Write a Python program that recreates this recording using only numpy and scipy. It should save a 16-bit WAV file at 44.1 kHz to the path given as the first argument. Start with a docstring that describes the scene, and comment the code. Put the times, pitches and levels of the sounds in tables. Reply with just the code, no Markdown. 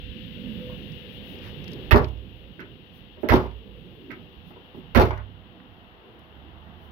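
"""In a yard, a steel trunk lid is slammed three times and popped open twice, close to a phone.
The phone hears through two microphone openings, its left and right ports.
Each slam is latch chatter, a push of air from the trunk and a shaking panel; loose trim ticks afterwards.
Street rumble, breeze, far wash, a passing car, a hum and an engine are shaped noise and wavering tones.
The left port lacks bass, hisses and is ducked at sudden sounds; gain control turns loud sounds down."""
import sys
import numpy as np
from scipy import signal
from scipy.fft import rfft, irfft
from scipy.io import wavfile
from scipy.ndimage import uniform_filter1d

SR = 44100
rng = np.random.default_rng(int(sys.argv[2]) if len(sys.argv) > 2 else 0)


def inscribe(sig):
    """Save sig as 16-bit PCM at rate SR to the path in sys.argv[1].

    A 1-D sig is mono; a 2-D sig holds one channel per row.
    Samples are clipped to [-1, 1] before scaling.
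    """
    pcm = np.round(np.clip(np.atleast_2d(sig).T, -1, 1) * 32767)
    wavfile.write(sys.argv[1], SR, pcm.astype(np.int16))


N = 305036  # length in samples

# The slams. Each row: latch strikes at, in seconds, level in dB, extra for the first latch bursts in dB,
# extra treble in dB, lid lands this many seconds later, landing in dB relative to the level,
# push of air in dB, extra for the air's bounces in dB.
SLAMS = [(1.91, -4.5, 0, -0.5, .016, -3, 7.5, -4.5), (3.288, -4.5, 1, 3.5, .016, 1.5, 6, -6),
         (4.949, 1, -3.5, 3.5, 0.0065, 0.5, 7.5, 0.5)]
# How alike left and right are. Each row: frequency in Hz, likeness from -1 (opposite) to 1 (same).
LIKENESS = [(60, 0.9), (180, 0.98), (550, 0.81), (1650, -0.29), (4970, -0.22), (15000, 0.43)]


def gain_of(db):
    """Turns decibels into a factor."""
    return 10 ** (np.asarray(db) / 20)


def evened(x):
    """Scales a sound to an average strength (rms) of 1."""
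    return x / np.sqrt(np.mean(x ** 2) + 1e-20)


def read(points, hz):
    """Reads a table at each frequency, with straight lines between its points on a log scale."""
    f, value = np.transpose(points)
    return np.interp(np.log(hz + 1), np.log(f + 1), value)


def level(rows, axis=1):
    """Turns one dB column of a table over time into a factor for every sample."""
    rows = np.array(rows)
    return gain_of(np.interp(np.arange(N) / SR, rows[:, 0], rows[:, axis]))


def add(mix, s, sound):
    """Mixes a sound in from second s, cutting off what runs past the end."""
    part = mix[..., round(s * SR):][..., :sound.shape[-1]]
    part += sound[..., :part.shape[-1]]


def around(x, hz, span, order=1):
    """Keeps the frequencies from hz / span to hz * span."""
    edges = np.clip([hz / span, hz * span], 20, SR / 2 - 500)
    return signal.sosfilt(signal.butter(order, edges, "band", fs=SR, output="sos"), x)


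def coloured(x, points):
    """Makes each frequency louder or softer by a table of Hz and dB."""
    return irfft(rfft(x) * gain_of(read(points, np.fft.rfftfreq(N, 1 / SR))), N)


def smoothed(x, s):
    """Follows x with a time constant of s seconds, already settled at the start."""
    r = np.exp(-1 / (abs(s) * SR))
    return signal.lfilter([1 - r], [1, -r], x, zi=[r * x[:SR // 20].mean()])[0]


def held(db, db_per_s):
    """Keeps each peak above 0 dB and lets it sink at a steady rate."""
    fall = np.arange(N) * db_per_s / SR
    return np.maximum(np.maximum.accumulate(db + fall) - fall, 0)


def noise(spectrum, patchy_db, size=1024):
    """Builds stereo noise of rms 1 from short random spectra, uneven in drifting patches."""
    hop = size // 4
    frames, hz = N // hop + 5, np.fft.rfftfreq(size, 1 / SR)
    a, b, c, d, patches = rng.standard_normal((frames, len(hz), 5)).T
    patches = uniform_filter1d(patches, size=8, axis=0)  # over frequency
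    patches = evened(uniform_filter1d(patches, size=12, axis=1))  # over time
    same = np.clip(read(LIKENESS, hz), -1, 1)[:, None]
    right = a + 1j * b
    left = same * right + np.sqrt(1 - same ** 2) * (c + 1j * d)
    z = np.array([left, right])
    z *= gain_of(read(spectrum, hz)[:, None] + patchy_db * patches)
    return evened(signal.istft(z, nperseg=size, noverlap=size - hop)[1][:, :N])


def ring(modes, phase=0):
    """Adds up one second of dying tones, the ways a body likes to shake, to a total energy of 1."""
    hz, db, t60 = np.transpose(modes)[:, :, None]
    t = np.arange(SR) / SR
    tones = gain_of(db - 60 * t / t60) * np.sin(2 * np.pi * hz * t + phase)
    out = tones.sum(0)
    return out / np.linalg.norm(out)


def lid(direct_db=-1, modes_db=-10, dense_db=-4, contacts_per_s=2200, count=5):
    """Each blow clatters at one of a few panel spots: direct contact, clear tones, crowded tones."""
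    # Clear tones of the panel. Each row: frequency in Hz, relative level in dB, seconds to fall by 60 dB.
    panel = [(179.3, -3, 0.25), (236.9, 0, 0.22), (280.2, -3, 0.23), (320, 2.5, 0.098), (372, 1, 0.18),
             (423, -2.5, 0.22), (457.3, -7, 0.17), (569, -5, 0.1), (616, -6.5, 0.2), (710, -12, 0.15),
             (858, -10, 0.24), (935, 3, 0.052), (1065, -15, 0.24), (1260, -17, 0.28), (1740, -7, 0.1),
             (2105, -22, 0.18), (2320, -16, 0.16)]
    # Crowded tones of the panel. Each row: frequency in Hz, seconds to fall by 60 dB.
    crowd_decay = [(100, .32), (400, .23), (1000, .22), (2500, .17), (5000, .1), (12000, .06)]

    force, t = np.zeros((count, N)), np.arange(SR // 2) / SR
    for k, (s, db, hz, dies, edge_db) in enumerate(blows()):
        touching = rng.random(len(t)) < contacts_per_s / SR
        contacts = rng.standard_normal(len(t)) * touching
        contacts[0] = 2.28  # the first touch
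        span = 1 + 1.14 * np.sqrt(500 / max(hz, 450))  # narrower for higher colours
        body = evened(around(contacts, hz, span, order=2))
        edge = evened(around(contacts, 3000, span=2))
        add(force[k % count], s, (body + gain_of(edge_db) * edge) * gain_of(db - 60 * t / dies))

    # one second of noise for each spot, each frequency dying at its own rate
    crowd = noise([(100, 11.0), (400, -2.5), (2000, 3), (12000, -4.0)], 0, size=256)
    dense = crowd[:, :count * SR].reshape(2, count, SR)
    hz, frame_s, z = signal.stft(dense, SR, nperseg=256)
    dying = z * gain_of(-60 * frame_s / read(crowd_decay, hz)[:, None])
    dense = signal.istft(dying, SR, nperseg=256)[1][..., :SR]

    widest = np.arccos(read(LIKENESS, np.array(panel)[:, :1]))  # less alike, further apart in phase
    out = np.zeros((2, N))
    for spot in range(count):
        phase = 2 * np.pi * rng.random((len(panel), 1))
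        apart = rng.uniform(-1.43, 1, phase.shape) * widest
        answer = gain_of(modes_db) * np.array([ring(panel, phase + apart), ring(panel, phase)])
        answer += gain_of(dense_db) * dense[:, spot] / np.linalg.norm(dense[1, spot])
        # the way round the phone delays each band differently
        turn = np.cumsum(rng.uniform(-1, .2, 129))
        answer[0, :256] += gain_of(direct_db) * irfft(np.exp(1j * (turn - turn[0])))
        answer[1, 0] += gain_of(direct_db)
        out += signal.fftconvolve(force[spot][None], answer, axes=1)[:, :N]
    return out


def blows():
    """Lists every burst of tiny metal contacts in order of time, in the columns of the knocks."""
    # Single knocks and rebounds of the lid. Each row: start in seconds, level in dB, colour (centre) in Hz,
    # seconds to die by 60 dB, bright edge in dB relative to the body.
    knocks = [(0.697, -44, 860, 0.13, -29), (3.173, -32, 260, 0.1, -32), (3.233, -7.5, 258, 0.037, -35),
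              (3.233, -29, 1610, .05, -28), (3.244, -34, 380, 0.055, -40), (3.44, -26, 480, 0.26, -37.5),
              (4.507, -32.5, 450, 0.029, -34), (4.561, -33, 328, 0.093, -38), (4.746, -25, 173, 0.038, -42),
              (4.772, -26.5, 150.6, 0.068, -42), (4.833, -46, 172, .06, -43), (5.107, -8, 850, 0.027, -21),
              (5.139, -23, 1040, 0.028, -41), (5.175, -24, 920, 0.12, -25)]
    # The lid is released. Each row: time in seconds, level in dB.
    pops = [(2.594, -24.5), (4.104, -23)]
    # Bursts of one release. Each row: seconds after the pop, relative level in dB, then as in the knocks.
    release = [(-.011, -12, 171, 0.57, -40), (0, 1.5, 1920, 0.063, -53), (0.009, -8, 1800, .05, 5)]
    # The latch in a slam. Each row: seconds after the strike, relative level in dB, then as in the knocks.
    latch = [(0, -8, 1870, 0.13, 3), (.003, -10, 417, 0.16, -40), (.01, -2.5, 1590, 0.021, -2.5),
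             (.049, -0.5, 730, 0.13, -5.5), (.068, -7.5, 480, .07, -2.5), (.107, -25.5, 402, .3, 1.5)]
    # The lid edge in a slam. Each row: seconds after landing, relative level in dB, then as in the knocks.
    landing = [(-.004, -6, 470, 0.057, -34), (.009, -2, 205, 0.15, -51), (.018, -3, 670, 0.13, -8),
               (.034, -6, 160, .15, -60), (.075, -11.5, 436, 0.15, -21)]

    rows = list(knocks)
    for s, db in pops:
        for after, step_db, *rest in release:
            rows.append((s + after, db + step_db, *rest))
    for s, db, sharp_db, treble_db, lands, land_db, *_ in SLAMS:
        for after, step_db, hz, dies, edge_db in latch:
            burst_db = db + step_db + sharp_db * (after < .03)
            rows.append((s + after, burst_db, hz, dies, edge_db + treble_db))
        for after, step_db, hz, dies, edge_db in landing:
            burst_db = db + land_db + step_db
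            rows.append((s + lands + after, burst_db, hz, dies, edge_db + treble_db))
    return sorted(rows)


def trunk():
    """The lid pulls, then pushes the air's low tones; the ports get nearly the same wave."""
    # Cavity and springs. Each row: frequency in Hz, relative level in dB, seconds to fall by 60 dB.
    low_modes = [(56.97, -15, 1), (61, -12.5, 1), (69.74, -3.5, 0.39), (92.3, 3, 0.086), (98.33, -5, 0.83),
                 (131.3, -10.5, 0.48), (160, -20.5, 0.31)]

    left_phase = rng.uniform(-1.4, 0.71, (len(low_modes), 1))
    boom = np.array([ring(low_modes, left_phase), ring(low_modes)])
    out = np.zeros((2, N))
    for s, db, lasts in thumps():
        push = -np.sin(2 * np.pi * np.arange(0, 1, 1 / (lasts * SR)))
        wave = signal.fftconvolve(push[None], boom, axes=1)
        add(out, s, gain_of(db) * wave / abs(wave[1]).max())
    return out


def thumps():
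    """Lists every push of air as start in seconds, peak level in dB and length in seconds."""
    # Air squeezed in the trunk; all but the first are bounces.
    # Each row: seconds after landing, relative level in dB, length of the push in seconds.
    pushes = [(0, 0, 0.011), (0.033, 1.5, 0.013), (0.079, -1, .0065)]

    rows = []
    for s, *_, lands, _, push_db, bounce_db in SLAMS:
        for after, step_db, lasts in pushes:
            rows.append((s + lands + after, push_db + step_db + bounce_db * (after > 0), lasts))
    return rows


def rocking(rock_db=-23.5, t60_s=0.88):
    """The car rocks on its springs: a low uneven rumble that dies slowly after each slam."""
    sway, t = np.zeros(N), np.arange(2 * SR) / SR
    for s, db, *_ in SLAMS:
        rise = np.minimum(t / .1, 1)
        add(sway, s, rise * gain_of(rock_db + db - 60 * t / t60_s))
    return sway * noise([(25, -6), (50, 7), (70, -3), (110, -2), (200, -36)], patchy_db=-0.5, size=2048)


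def trim():
    """Hinge and trim give dry ticks: bursts of noise that die within milliseconds."""
    # Each row: start in seconds, level in dB, centre of the colour in Hz.
    ticks = [(.92, -31, 5250), (0.956, -53, 5500), (.988, -48, 5500), (1.353, -35, 2900),
             (1.386, -34, 4040), (1.642, -22, 4130), (1.679, -22.5, 4300), (1.707, -37, 5500),
             (1.717, -28.5, 5160), (1.733, -25.5, 5670), (2.044, -12, 3500), (2.085, -26, 6050),
             (2.174, -38, 4000), (3.178, -38, 2500), (3.513, -34, 2980), (5.051, -15, 7850),
             (5.109, -15.5, 4000), (5.177, -24.5, 6000), (5.601, -30, 1520), (6.192, -30, 8100)]

    out, t = np.zeros((2, N)), np.arange(2000) / SR
    fade = gain_of(-60 * t / .025)  # 60 dB in 25 ms
    for s, db, hz in ticks:
        tick = evened(around(rng.standard_normal((2, len(t))), hz, span=1.6, order=2))
        add(out, s, gain_of(db) * tick * fade)
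    return out


def brushing():
    """Seal and sleeve brush along: short swells of fine rubbing noise."""
    # Each row: middle of the swell in seconds, level in dB, half its length in seconds, centre in Hz.
    swishes = [(1.149, -46, 0.07, 13000), (1.307, -42.5, .12, 13000), (1.464, -39.5, 0.087, 2280),
               (2.968, -40, 0.072, 13200), (3.234, -37.5, 0.044, 12680), (4.49, -40, 0.059, 13400),
               (4.777, -43, 0.056, 12300), (6.847, -41, 0.088, 13000)]

    out = np.zeros((2, N))
    for s, db, half_s, hz in swishes:
        rub = evened(around(rng.standard_normal((2, SR // 4)), hz, span=2.96))
        rub = rub[:, :round(2 * half_s * SR)]
        add(out, s - half_s, gain_of(db) * rub * np.hanning(rub.shape[1]))
    return out


def yard():
    """Street rumble, breeze, a far car and far wash are noises; a hum and a far engine are tones."""
    # Each row: time in seconds, street rumble in dB, far wash in dB.
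    levels = [(0, -41.5, -66.5), (.7, -31.5, -64.5), (1.2, -36.5, -56), (2.3, -32.5, -51), (3.1, -38, -50),
              (4.1, -31.5, -49.5), (4.5, -36, -46.5), (5.7, -34, -40.5), (6.92, -33.5, -39)]
    # Colours of the four noises. Each row: frequency in Hz, relative strength in dB per Hz.
    rumble_colour = [(60, -25), (110, 0), (200, 1), (330, -8.5), (520, -14), (650, -27), (1000, -35)]
    breeze_colour = [(15, -37), (35, 20), (60, -7.5), (100, 10.5), (150, -41), (300, -43.5)]
    wash_colour = [(300, -22.5), (700, 3), (1200, -1.5), (2000, -5.5), (3500, -23), (6000, -24),
                   (10000, -55), (16000, -42)]
    car_colour = [(90, -14), (130, -8), (200, 19), (280, -0.5), (350, -32.5)]
    breeze_db = -35.5
    car_s, car_db, car_pass_s = 0.49, -31.5, 0.24  # nearest moment, level then, time to half of it
    hum_s, hum_hold_s, hum_db, hum_rest_db = 0.607, .13, -40.5, -54.5  # swells once, on top of its rest
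    engine_s, engine_rise_s, engine_db = 6.1, 0.3, -31  # comes up and stays

    t = np.arange(N) / SR
    rumble = level(levels, axis=1) * noise(rumble_colour, patchy_db=3.0, size=2048)
    breeze = gain_of(breeze_db) * noise(breeze_colour, patchy_db=2.5, size=2048)
    wash = level(levels, axis=2) * noise(wash_colour, patchy_db=-0.74)
    passing = gain_of(car_db) / np.sqrt(1 + 3 * ((t - car_s) / car_pass_s) ** 2)
    car = passing * noise(car_colour, patchy_db=3.5, size=2048)
    swell = 1. * (t > hum_s) * (t < hum_s + hum_hold_s)
    swell = uniform_filter1d(swell, size=2600)  # soft start and end
    hum = (gain_of(hum_rest_db) + gain_of(hum_db) * swell) * drone(497, 5.15)
    rise = np.clip((t - engine_s) / engine_rise_s, 0, 1)
    engine = gain_of(engine_db) * rise * drone(73, 3.8)
    return rumble + breeze + car + wash + hum + engine


def drone(hz, waver_hz):
    """A pure tone of rms 1 whose pitch wanders at random by about waver_hz."""
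    wander = evened(smoothed(smoothed(rng.standard_normal(N), 0.036), 0.031))
    return np.sqrt(2) * np.sin(2 * np.pi * np.cumsum(hz + waver_hz * wander) / SR)


def fizz(fizz_db=-60):
    """A faint high noise of both ports."""
    # Each row: frequency in Hz, relative strength in dB per Hz.
    fizz_colour = [(5000, -30), (8000, -16), (11000, -29), (14000, -16), (16000, -5)]
    return gain_of(fizz_db) * noise(fizz_colour, patchy_db=-1.0)


def scene():
    """Adds up everything that reaches the two ports, and their fizz."""
    return lid() + trunk() + rocking() + trim() + brushing() + yard() + fizz()


def ducked(left, right):
    """Band by band, the left port is turned down while the right one swells suddenly."""
    # Bands from low to high. Each row: upper edge in Hz, recovery in dB per second.
    bands = [(700, 600), (2600, 700), (9000, 1500)]

    out, below = left.copy(), np.zeros((2, N))
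    for edge_hz, db_per_s in bands:
        upto = coloured(np.array([left, right]), [(edge_hz, 0), (1.4 * edge_hz, -60)])
        mine, other = upto - below
        power = other ** 2 + 1e-12
        rise_db = 10 * np.log10(smoothed(power, .004) / smoothed(power, .08))  # quick against slow average
        cut = gain_of(-held(4.5 * (rise_db - 7), db_per_s))
        out -= mine * (1 - np.roll(cut, -SR // 400))  # looks a few milliseconds ahead
        below = upto
    return out


def record(dry, hiss_db=-43.5, top_hz=15900):
    """The phone: port colour, left hiss and ducking, gain control, overload, upper limit."""
    # Colour of both ports, then the left one's own. Each row: frequency in Hz, gain in dB.
    both_ports = [(20, -65.5), (35, -12.5), (60, -3.5), (2000, -5), (4000, -15.5), (5000, -17.5),
                  (6300, -26.5), (8300, -44), (10000, -27), (12500, -16.5), (16000, -16)]
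    left_port = [(60, -15), (120, -11.5), (200, -14.5), (380, 3), (1300, 0), (4400, 3), (8000, 5.5),
                 (15000, 3)]
    # Hiss of the left port. Each row: frequency in Hz, relative strength in dB per Hz.
    hiss_colour = [(1200, -25.5), (1700, -12.5), (2400, -11.5), (2800, 0.5), (3500, -5), (4200, -17),
                   (5000, -28.5), (7000, -48)]

    left, right = coloured(dry, both_ports)
    left = coloured(left, left_port) + gain_of(hiss_db) * noise(hiss_colour, patchy_db=-0.06)[0]
    left = ducked(left, right)
    loud_db = 10 * np.log10(smoothed(right ** 2, 0.074) + 1e-12)
    over_db = held(loud_db + 13.5, db_per_s=0.16)  # gain returns less than a decibel a second
    tamed = np.array([left, right]) / gain_of(over_db)
    limited = tamed / (1 + tamed ** 8) ** .125  # peaks are squashed below 1
    lowpass = signal.firwin(511, top_hz, window=("kaiser", 9), fs=SR)
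    return signal.oaconvolve(limited, lowpass[None], "same")


dry = scene()
out = record(dry)
inscribe(out)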